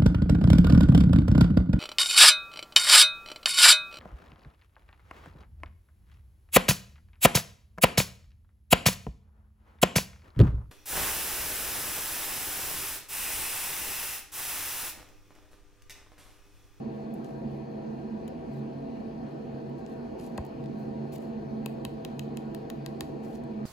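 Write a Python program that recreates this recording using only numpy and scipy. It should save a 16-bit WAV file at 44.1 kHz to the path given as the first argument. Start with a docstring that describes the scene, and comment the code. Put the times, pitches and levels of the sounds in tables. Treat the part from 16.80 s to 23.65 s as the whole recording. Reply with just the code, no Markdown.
"""In a small tiled bathroom an extractor fan rushes and hums: noise rings the room's modes, the blades whine faintly.
Close to a two-microphone recorder, skin slides on a thin plastic card as grainy hiss, with crackling stick-slip ticks.
A nail taps the card ten times, a broadband snap with decaying bending modes; most taps add a duller knock and thud.
The tiles answer the card with decaying noise."""
import sys
import numpy as np
from scipy import signal
from scipy.fft import rfft, irfft, next_fast_len
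from scipy.io import wavfile
from scipy.ndimage import uniform_filter1d, map_coordinates

SR = 44100
rng = np.random.default_rng(int(sys.argv[2]) if len(sys.argv) > 2 else 0)


def unload_audio(sound):
    """Save the sound as a 16-bit wav file, at the path given as the first command line argument."""
    columns = np.transpose(np.atleast_2d(sound))
    # keep every value between -1 and 1, then stretch to whole-number steps
    steps = np.round(np.clip(columns, -1, 1) * 32767)
    wavfile.write(sys.argv[1], SR, steps.astype(np.int16))


N = 302289  # length in samples


def amp(db):
    """Decibel law: a level in dB becomes an amplitude ratio."""
    return 10 ** (np.asarray(db) / 20)


def unit(x):
    """Normalization by mean power: x scaled to rms 1."""
    return x / np.sqrt(np.mean(x ** 2) + 1e-20)


def along(points, hz, axis=1):
    """Logarithmic frequency scale: one column of (Hz, value, ..) points interpolated at hz."""
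    columns = np.transpose(points)
    return np.interp(np.log(hz + 1), np.log(columns[0] + 1), columns[axis])


def wobble(rate):
    """Band-limited fluctuation: a smooth curve through `rate` random knots a second."""
    knots = rng.standard_normal(int(N * rate / SR) + 4)
    return map_coordinates(knots, [np.arange(N) * rate / SR])


def filtered(x, response):
    """Linear filtering: the spectrum of x times a complex response of frequency."""
    m = next_fast_len(x.shape[-1] + SR // 2)  # room for the filter to ring out
    spectrum = rfft(x, m) * response(np.fft.rfftfreq(m, 1 / SR))
    return irfft(spectrum, m)[..., :x.shape[-1]]


def air(patchy_db=1.5, ripple=0.54):
    """Turbulence noise, partly coherent between the microphones; the tiled walls comb it finely."""
    # Each row: frequency in Hz, left and right level in dB per Hz before patches and comb.
    air_levels = [(27.5, -100, -100), (35.8, -77.5, -79.5), (117, -75, -73), (318, -72.5, -71),
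                  (640, -76.5, -82), (1234, -92, -91.5), (2140, -99, -99), (2850, -100, -101),
                  (3580, -105, -106), (4380, -103, -105), (5000, -107, -109), (6240, -110, -111),
                  (6920, -116, -116), (8750, -120, -120), (10800, -118, -118), (12500, -121, -121),
                  (15000, -126, -126), (16200, -140, -140)]
    # Left-right coherence of the air noise. Each row: frequency in Hz, correlation from -1 to 1.
    likeness = [(60, 0.95), (250, 1), (600, -0.44), (1200, -0.42), (1800, -0.14), (2800, 0.35),
                (4500, 0.54), (5600, -0.017)]

    # faint patches of level in time and frequency
    z = signal.stft(rng.standard_normal((2, N)), nperseg=512)[2]
    field = uniform_filter1d(rng.standard_normal(z.shape[1:]), 6, 0)
    field = uniform_filter1d(field, 14, 1)
    pair = signal.istft(z * amp(patchy_db * unit(field)), nperseg=512)[1][:, :N]

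    def mid_side(hz):
        angle = np.arccos(np.clip(along(likeness, hz), -1, 1)) / 2
        return np.array([np.cos(angle), np.sin(angle)])

    knots = rng.standard_normal((2, 2000))  # one knot every 12 Hz

    def comb(hz):
        depth_db = 10 * ripple * np.interp(hz, [0, 1500, 6000], [0, 1, .3])
        return amp(depth_db * [np.interp(hz / 12, np.arange(2000), k) for k in knots])

    def colour(hz):
        level = amp([along(air_levels, hz), along(air_levels, hz, axis=2)])
        return level * np.sqrt(SR / 2) * comb(hz)

    mid, side = filtered(pair, mid_side)
    return filtered(np.array([mid + side, mid - side]), colour)


def room_modes():
    """Resonance under random excitation: each mode is narrow noise, with its own level and phase at each microphone."""
    # Each row: frequency in Hz, width in Hz at half amplitude, left and right level in dB,
    # right-channel phase lead in radians.
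    modes = [(90, 18, -82, -74, 1), (158.9, 8.3, -54, -52.5, -0.5), (205.1, 11.7, -53.5, -50, -1.34),
             (239, 16, -48, -44.5, 0.72), (274.4, 6.6, -53, -54, 0.52), (305.4, 17, -54.5, -59.5, 1.5),
             (324.9, 21, -57, -46.5, 0), (351.8, 10.4, -62.5, -52.5, 0.2),
             (376.5, 17.4, -53.5, -50.5, -0.63), (401.3, 11, -55, -60, -2), (420.7, 19, -58, -55, -2),
             (451.3, 22, -53.5, -57.5, 0.4), (469.4, 13, -51, -58.5, 0.97), (503.7, 7.1, -54.5, -52, -2.5),
             (528, 21, -52.5, -60.5, 4.5), (565, 38, -56, -64, -2.5), (677.3, 39, -55.5, -57, 1.5),
             (710, 12, -64, -64, 3), (774.6, 75, -55, -55.5, 1.19), (850, 19, -63, -72, -2),
             (885.5, 13, -66, -62.5, 1.5), (954, 14, -62, -63.5, 1.5), (981, 17, -69, -69.5, 1),
             (1096, 51, -66.5, -68.5, 1.5), (1227, 18, -78.5, -80.5, 1.5)]
    # Resonances of the fan housing, columns as above.
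    housing = [(1796, 140, -72, -75.5, 0.63), (2483, 110, -74, -76, 0.14), (3020, 81, -86, -84.5, 0.16),
               (4264, 170, -74.5, -81, 0.022), (4655, 41, -81.5, -83, 0.39)]
    m = next_fast_len(N)
    f = np.fft.rfftfreq(m, 1 / SR)[:m // 6]
    total = np.zeros((2, m // 2 + 1), complex)
    for hz, width_hz, left_db, right_db, lead in modes + housing:
        shape = 1 / (1 + (2 * (f - hz) / width_hz) ** 2)
        noise = shape * (rng.standard_normal(len(f)) + 1j * rng.standard_normal(len(f)))
        noise *= m / 2 / np.linalg.norm(shape)  # rms 1
        total[:, :len(f)] += noise * [[amp(left_db)], [amp(right_db) * np.exp(1j * lead)]]
    return irfft(total, m)[:, :N]


def hum(hz, rate, left_db, right_db, lead):
    """Narrow-band noise: a room mode rung by noise is a sine whose size and phase drift together."""
    envelope = wobble(rate) + 1j * wobble(rate)
    ring = envelope * np.exp(2j * np.pi * hz * np.arange(N) / SR)
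    return amp([[left_db], [right_db]]) * unit(np.real([ring, ring * np.exp(1j * lead)]))


def tone(hz, wander_hz, left_db, right_db, lead, rate):
    """Frequency modulation: a stereo sine of wandering pitch, its levels rms."""
    phase = 2 * np.pi * np.cumsum(hz + wander_hz * wobble(rate)) / SR
    return np.sqrt(2) * amp([[left_db], [right_db]]) * np.sin([phase, phase + lead])


def fan():
    """Superposition of fan sources: air noise, room modes, two fluttering hums and the blade tone."""
    # Slow level of the two hums. Each row: time in seconds, lower hum in dB, upper hum in dB.
    hum_levels = [(0, -45.5, -42), (1, -44, -40), (1.5, -46, -40.5), (2.7, -48.5, -45), (3.5, -47, -46),
                  (4, -41, -38), (4.6, -45.5, -40), (5.4, -45.5, -43), (6.1, -44.5, -43.5),
                  (6.85, -44, -38.5)]
    # Each row: frequency in Hz, random knots per second, left and right gain in dB,
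    # right-channel phase lead in radians.
    hum_tones = [(138.8, 9, -0.5, 0, 0.066), (219.7, 18, -2.5, 1.5, 0.28)]
    # One row: frequency in Hz, pitch wander in Hz, left and right level in dB, right-channel lead in radians.
    blade_tone = (659, 0.6, -49, -54, 1.97)
    t = np.arange(N) / SR
    times, *levels_db = np.transpose(hum_levels)
    hums = sum(amp(np.interp(t, times, db)) * hum(*row) for db, row in zip(levels_db, hum_tones))
    blade = amp(0.3 * wobble(2.8)) * tone(*blade_tone, rate=7.4)
    return air() + room_modes() + hums + blade


def rubs():
    """Stick-slip friction: skin catches and slips on the gloss, a grainy hiss under each stroke."""
    # Each row: start in seconds, length in seconds, level in dB, change in dB per second,
    # top treble in dB above the rest.
    strokes = [(0.117, .12, -77, -2, 0), (0.343, 0.098, -72, -86, -2), (0.445, 0.16, -65, -100, -8),
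               (0.683, .1, -76, 0, -1), (1.71, .09, -70.5, -1.5, 3), (2.978, 0.037, -68, -200, 2),
               (3.07, 0.15, -66.5, -120, -2), (3.385, 0.093, -61, 5, -8), (3.477, .085, -67.5, -100, 0),
               (3.975, 0.09, -69.5, -70, 5), (4.32, 0.046, -53, 10, 4), (4.365, .018, -62, -100, -2),
               (4.4, .1, -63.5, -120, 0), (6.428, 0.036, -60.5, 0, 0), (6.462, 0.075, -65, 0, 0),
               (6.534, 0.028, -59, 0, 0), (6.562, .025, -66, -150, 0)]
    # Colour of the hiss. Each row: frequency in Hz, relative level in dB per Hz.
    skin_colour = [(1000, -21.5), (1900, 4.5), (2600, 8), (3200, 3.5), (4500, 6.5), (7000, 0.5), (11500, 1),
                   (15000, 0.5), (17000, -27.5)]
    rise_s, fall_s = .02, 0.0087  # start and end of a stroke
    grit_db, catch_db = 0.5, 1.5  # scatter of the grains' size, unevenness of the pressure
    snags_per_s, snag_size = 400, 7  # tiny snags in the hiss; size relative to the grain

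    t, level = np.arange(N) / SR, np.zeros((2, N))
    for s, length, db, db_per_s, top_db in strokes:
        rise = (t - s) / rise_s + .5
        fall = (s + length - t) / fall_s + .5
        contact = np.clip(np.minimum(rise, fall), 0, 1) ** 2
        level += contact * amp(db + db_per_s * np.clip(t - s, 0, length)) * amp([[0], [top_db]])

    grain = amp(grit_db * wobble(500)) * rng.standard_normal(N)
    grain += snag_size * (rng.random(N) < snags_per_s / SR) * rng.standard_normal(N)
    hiss = unit(filtered(grain, lambda hz: amp(along(skin_colour, hz))))
    top = lambda hz: np.clip(hz / 1000 - 12.5, 0, 1)  # crossover centred on 13 kHz
    bands = filtered(hiss, lambda hz: np.array([1 - top(hz), top(hz)]))
    return amp(catch_db * wobble(120)) * (level * bands).sum(0)


def tiles(x):
    """Diffuse reverberation: noise tails decay at a rate set by frequency, a new tail every quarter second."""
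    # Each row: frequency in Hz, time in seconds to decay by 60 dB.
    decay = [(500, 0.2), (3000, 0.47), (12000, 0.32)]
    out, step = np.zeros((2, N + SR)), SR // 4
    for start in range(0, N, step):
        hz, t, z = signal.stft(rng.standard_normal((2, SR // 2)), SR, nperseg=256)
        tail = signal.istft(z * amp(-60 * t / along(decay, hz)[:, None]), SR, nperseg=256)[1]
        wet = signal.fftconvolve(x[None, start:start + step], tail / np.linalg.norm(tail[0]), axes=1)
        out[:, start + 150:][:, :wet.shape[1]] += wet  # 150 samples of delay
    return out[:, :N]


def bend(hz):
    """Dispersion of bending waves in the card: the treble arrives first."""
    delay_s = .0007  # at 2500 Hz, falling with the root of frequency; half of it is then taken off everywhere
    return np.exp(-4j * np.pi * delay_s * np.sqrt(2500 * hz) + 2j * np.pi * hz * delay_s / 2)


def ticks():
    """Stick-slip release: skin lets go with a jolt and a short puff of crackle of its own colour and decay."""
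    # Each row: time in seconds, level in dB, gain in dB at 3, 11 and 15 kHz relative to 6 kHz,
    # time in seconds to decay by 60 dB.
    releases = [(0.3393, -60.5, -6, 13, 17, 0.027), (0.445, -47, 3, -6, -12, 0.022),
                (1.479, -46, 12, -1, -1, .02), (2.897, -61, 0, 0, 6, .008),
                (3.0638, -41.5, 6, -9, -18, .004), (3.398, -49, 13, -2, -5, .014),
                (3.411, -56, 9, 6, -10, .01), (3.4649, -51, 2, 6, -14, .014), (3.5755, -49, -3, -4, 0, .01),
                (3.578, -36, -3, -5, -12, 0.016), (3.651, -47.5, 4, -1, 8, 0.011),
                (3.6648, -51, -6, -1, 6, .01), (3.8406, -48, 11, -6, -12, .004),
                (3.8592, -50, 16, -6, -22, 0.0055), (4.383, -49, 8, 7, 5, 0.0044),
                (4.424, -53, 14, -1, -1, .01), (6.553, -49, 2, -8, -6, .025), (6.638, -52, 2, -1, -7, .008)]
    jolt = 2.1  # over the rms of the crackle at its start
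    out, lead = np.zeros(N + SR), 256  # samples of room ahead of the jolt
    t, hz = np.arange(4096 - lead) / SR, np.fft.rfftfreq(4096, 1 / SR)
    for s, db, low_db, mid_db, high_db, t60 in releases:
        points = [(900, -11), (3000, low_db), (6000, 0.0), (11000, mid_db), (15000, high_db), (17000, -26)]
        colour = amp(along(points, hz))
        crackle = amp(-60 * t / t60) * rng.standard_normal(len(t))
        crackle[0] = jolt
        puff = irfft(rfft(np.pad(crackle, (lead, 0))) * colour * bend(hz))
        out[round(s * SR) - lead:][:len(t) + lead] += amp(db) * puff
    return out[:N]


def taps():
    """Impulsive excitation: a snap with brief crackle, and the card's modes at new strengths for each tap."""
    # Each row: time in seconds, snap level in dB, treble in dB above the snap,
    # then six groups of card modes, low to high, in dB above the snap.
    nail_taps = [(3.5775, -37, -5, -6, -9.5, -3.5, -31, -13, -3),
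                 (4.8595, -26, 2.5, -29, -29, -8, -10.5, -14.5, -11),
                 (5.0496, -28, 2, -21.5, -16.5, -8.5, -7.5, -8.5, -11),
                 (5.2483, -28.5, -3, -25.5, -15, -11.5, -11, -10, -20),
                 (5.393, -27.5, -1.5, -23, -16.5, -8, -10, -13, -18),
                 (5.5708, -30.5, -2, -28, -24, -10.5, -10.5, -13, -17),
                 (5.7467, -34, 1.5, -16.5, -21.5, -11.5, -12.5, -10, -9),
                 (5.9, -29.5, -2, -17, -20, -13.5, -12, -10.5, -9.5),
                 (6.061, -28.5, -1.5, -18, -16.5, -12.5, -12, -11, -9),
                 (6.2069, -20.5, -2.5, -20, -18, -15, -13, -15, -17)]
    # Modes of the card. Each row: frequency in Hz, level in dB within its group,
    # time in seconds to decay by 60 dB.
    card_modes = [(1083, 0.5, 0.016), (1840, 6, 0.026), (2320, 4.5, 0.0089), (2580, 5.5, 0.013),
                  (3105, 5.5, 0.0085), (3590, 2, 0.0073), (3960, 5, 0.015), (4370, 4, 0.0067),
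                  (4610, 1, 0.008)]
    # Edges between the groups of modes, in Hz.
    group_edges_hz = [2050, 2450, 2900, 3400, 4000]
    # Colour of the snap. Each row: frequency in Hz, gain in dB.
    crack_colour = [(1300, -3), (1800, -0.5), (3000, -3), (4500, 6), (6000, 0), (8000, 3), (9200, 0),
                    (12500, 2.5), (15000, -1), (17000, -18)]

    cracks, rings, t = np.zeros((2, N + SR)), np.zeros(N + SR), np.arange(SR // 20) / SR
    for s, db, treble_db, *groups_db in nail_taps:
        start = round((s + .0011) * SR)
        fade = amp(-13 - 60 * t / .004) + amp(-21 - 60 * t / .022)  # the card shivers after the snap
        crack = fade * rng.standard_normal(len(t))
        crack[8] += 3  # the snap itself
        cracks[:, start:start + len(t)] += amp([[db], [db + treble_db]]) * crack
        for k, (hz, level_db, t60) in enumerate(card_modes):
            group_db = groups_db[np.searchsorted(group_edges_hz, hz)]
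            strength_db = db + level_db + group_db + rng.normal(0, 1.5)
            mode_hz = hz * rng.normal(1, .015)  # the grip bends the card
            ring = amp(strength_db - 60 * t / t60) * np.sin(2 * np.pi * mode_hz * t)
            rings[start:][:len(t)] += (-1) ** k * ring

    def colour(hz):
        treble = np.clip(hz / 3000 - 2, 0, 1)  # fades in from 6 to 9 kHz
        return amp(along(crack_colour, hz)) * bend(hz) * [1 - treble, treble]

    return filtered(cracks[:, :N], colour).sum(0) + rings[:N]


def knocks():
    """Structure-borne impact: blows reach the recorder's body as damped modes and a low thud of sagging pitch."""
    # Each row: time in seconds, knock level in dB, thud level in dB.
    blows = [(3.5802, -30, -30.5), (4.8604, -39.5, -51), (5.0501, -39.5, -44), (5.2496, -43.5, -56),
             (5.5722, -49, -56), (5.9002, -46, -56), (6.063, -50, -54), (6.208, -39, -42)]
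    # Modes of the knock. Each row: frequency in Hz, level in dB, time in seconds to decay by 60 dB.
    body_modes = [(200, 4, 0.047), (326, -5, 0.015), (490, -2.5, 0.031), (604, 3, 0.024), (800, 3.5, 0.028),
                  (952, -3, 0.045), (1067, -2.5, 0.046), (1290, -6, 0.021), (1620, -5.5, 0.024)]
    settled_hz, sag_hz, sag_s, thud_s = 65, 120, 0.009, 0.047  # final pitch, drop into it, its time, length
    skew = 0.94  # below 1 the thud peaks early
    rise_s = .002  # time constant of the knock's onset

    out, t = np.zeros(N + SR), np.arange(SR // 4) / SR
    thud_hz = settled_hz + sag_hz * np.exp(-t / sag_s)
    swell = np.sin(np.pi * np.clip(t / thud_s, 0, 1) ** skew) ** 2
    thud = swell * np.sin(2 * np.pi * np.cumsum(thud_hz) / SR)
    for s, knock_db, thud_db in blows:
        knock = np.zeros(len(t))
        for k, (hz, db, t60) in enumerate(body_modes):
            level = amp(db + rng.standard_normal() - 60 * t / t60)  # 1 dB of scatter
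            knock += (-1) ** k * level * np.sin(2 * np.pi * hz * t)
        knock *= 1 - np.exp(-t / rise_s)
        out[round(s * SR):][:len(t)] += amp(knock_db) * knock + amp(thud_db) * thud
    return out[:N]


def scene():
    """Superposition of direct and reverberant sound: the card is close, mostly louder left; the fan fills the room."""
    # Paths from the card to the two microphones round the recorder's body.
    # Each row: frequency in Hz, left over right in dB, right-channel phase lead in radians.
    paths = [(1030, -6, -2.5), (1740, 10, -1), (2560, 8.5, -0.5), (3430, 6, -1.5), (3980, 6.5, 2.5),
             (5100, 7.5, 1), (6050, 6, 1), (6720, 20, 0)]

    def ports(hz):
        right = amp(-along(paths, hz)) * np.exp(1j * along(paths, hz, axis=2))
        return np.array([np.ones(len(hz)), right])

    card = taps() + ticks() + rubs()
    return filtered(card[None], ports) + amp(-16.0) * tiles(card) + knocks() + fan()


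def record(dry):
    """Channel mixing and band limiting: above 6.3 kHz both channels carry mostly the left, the right turned in phase."""
    split_hz, in_step_hz, turn_hz = 6300, 6950, 4300  # crossover, equal phase, spacing of one full turn
    top_hz = 16700  # band limit
    high = lambda hz: np.clip((hz - split_hz) / 400 + .5, 0, 1)
    lead = lambda hz: 2 * np.pi * (hz - in_step_hz) / turn_hz
    shared = dry[:1] + [[.2], [-.2]] * dry[1:]
    treble = filtered(shared, lambda hz: high(hz) * np.exp([0 * hz, 1j * lead(hz)]))
    edge = lambda hz: np.clip((top_hz - hz) / 300, 0, 1) ** 2
    return filtered(filtered(dry, lambda hz: 1 - high(hz)) + treble, edge)


dry = scene()
out = record(dry)
unload_audio(out)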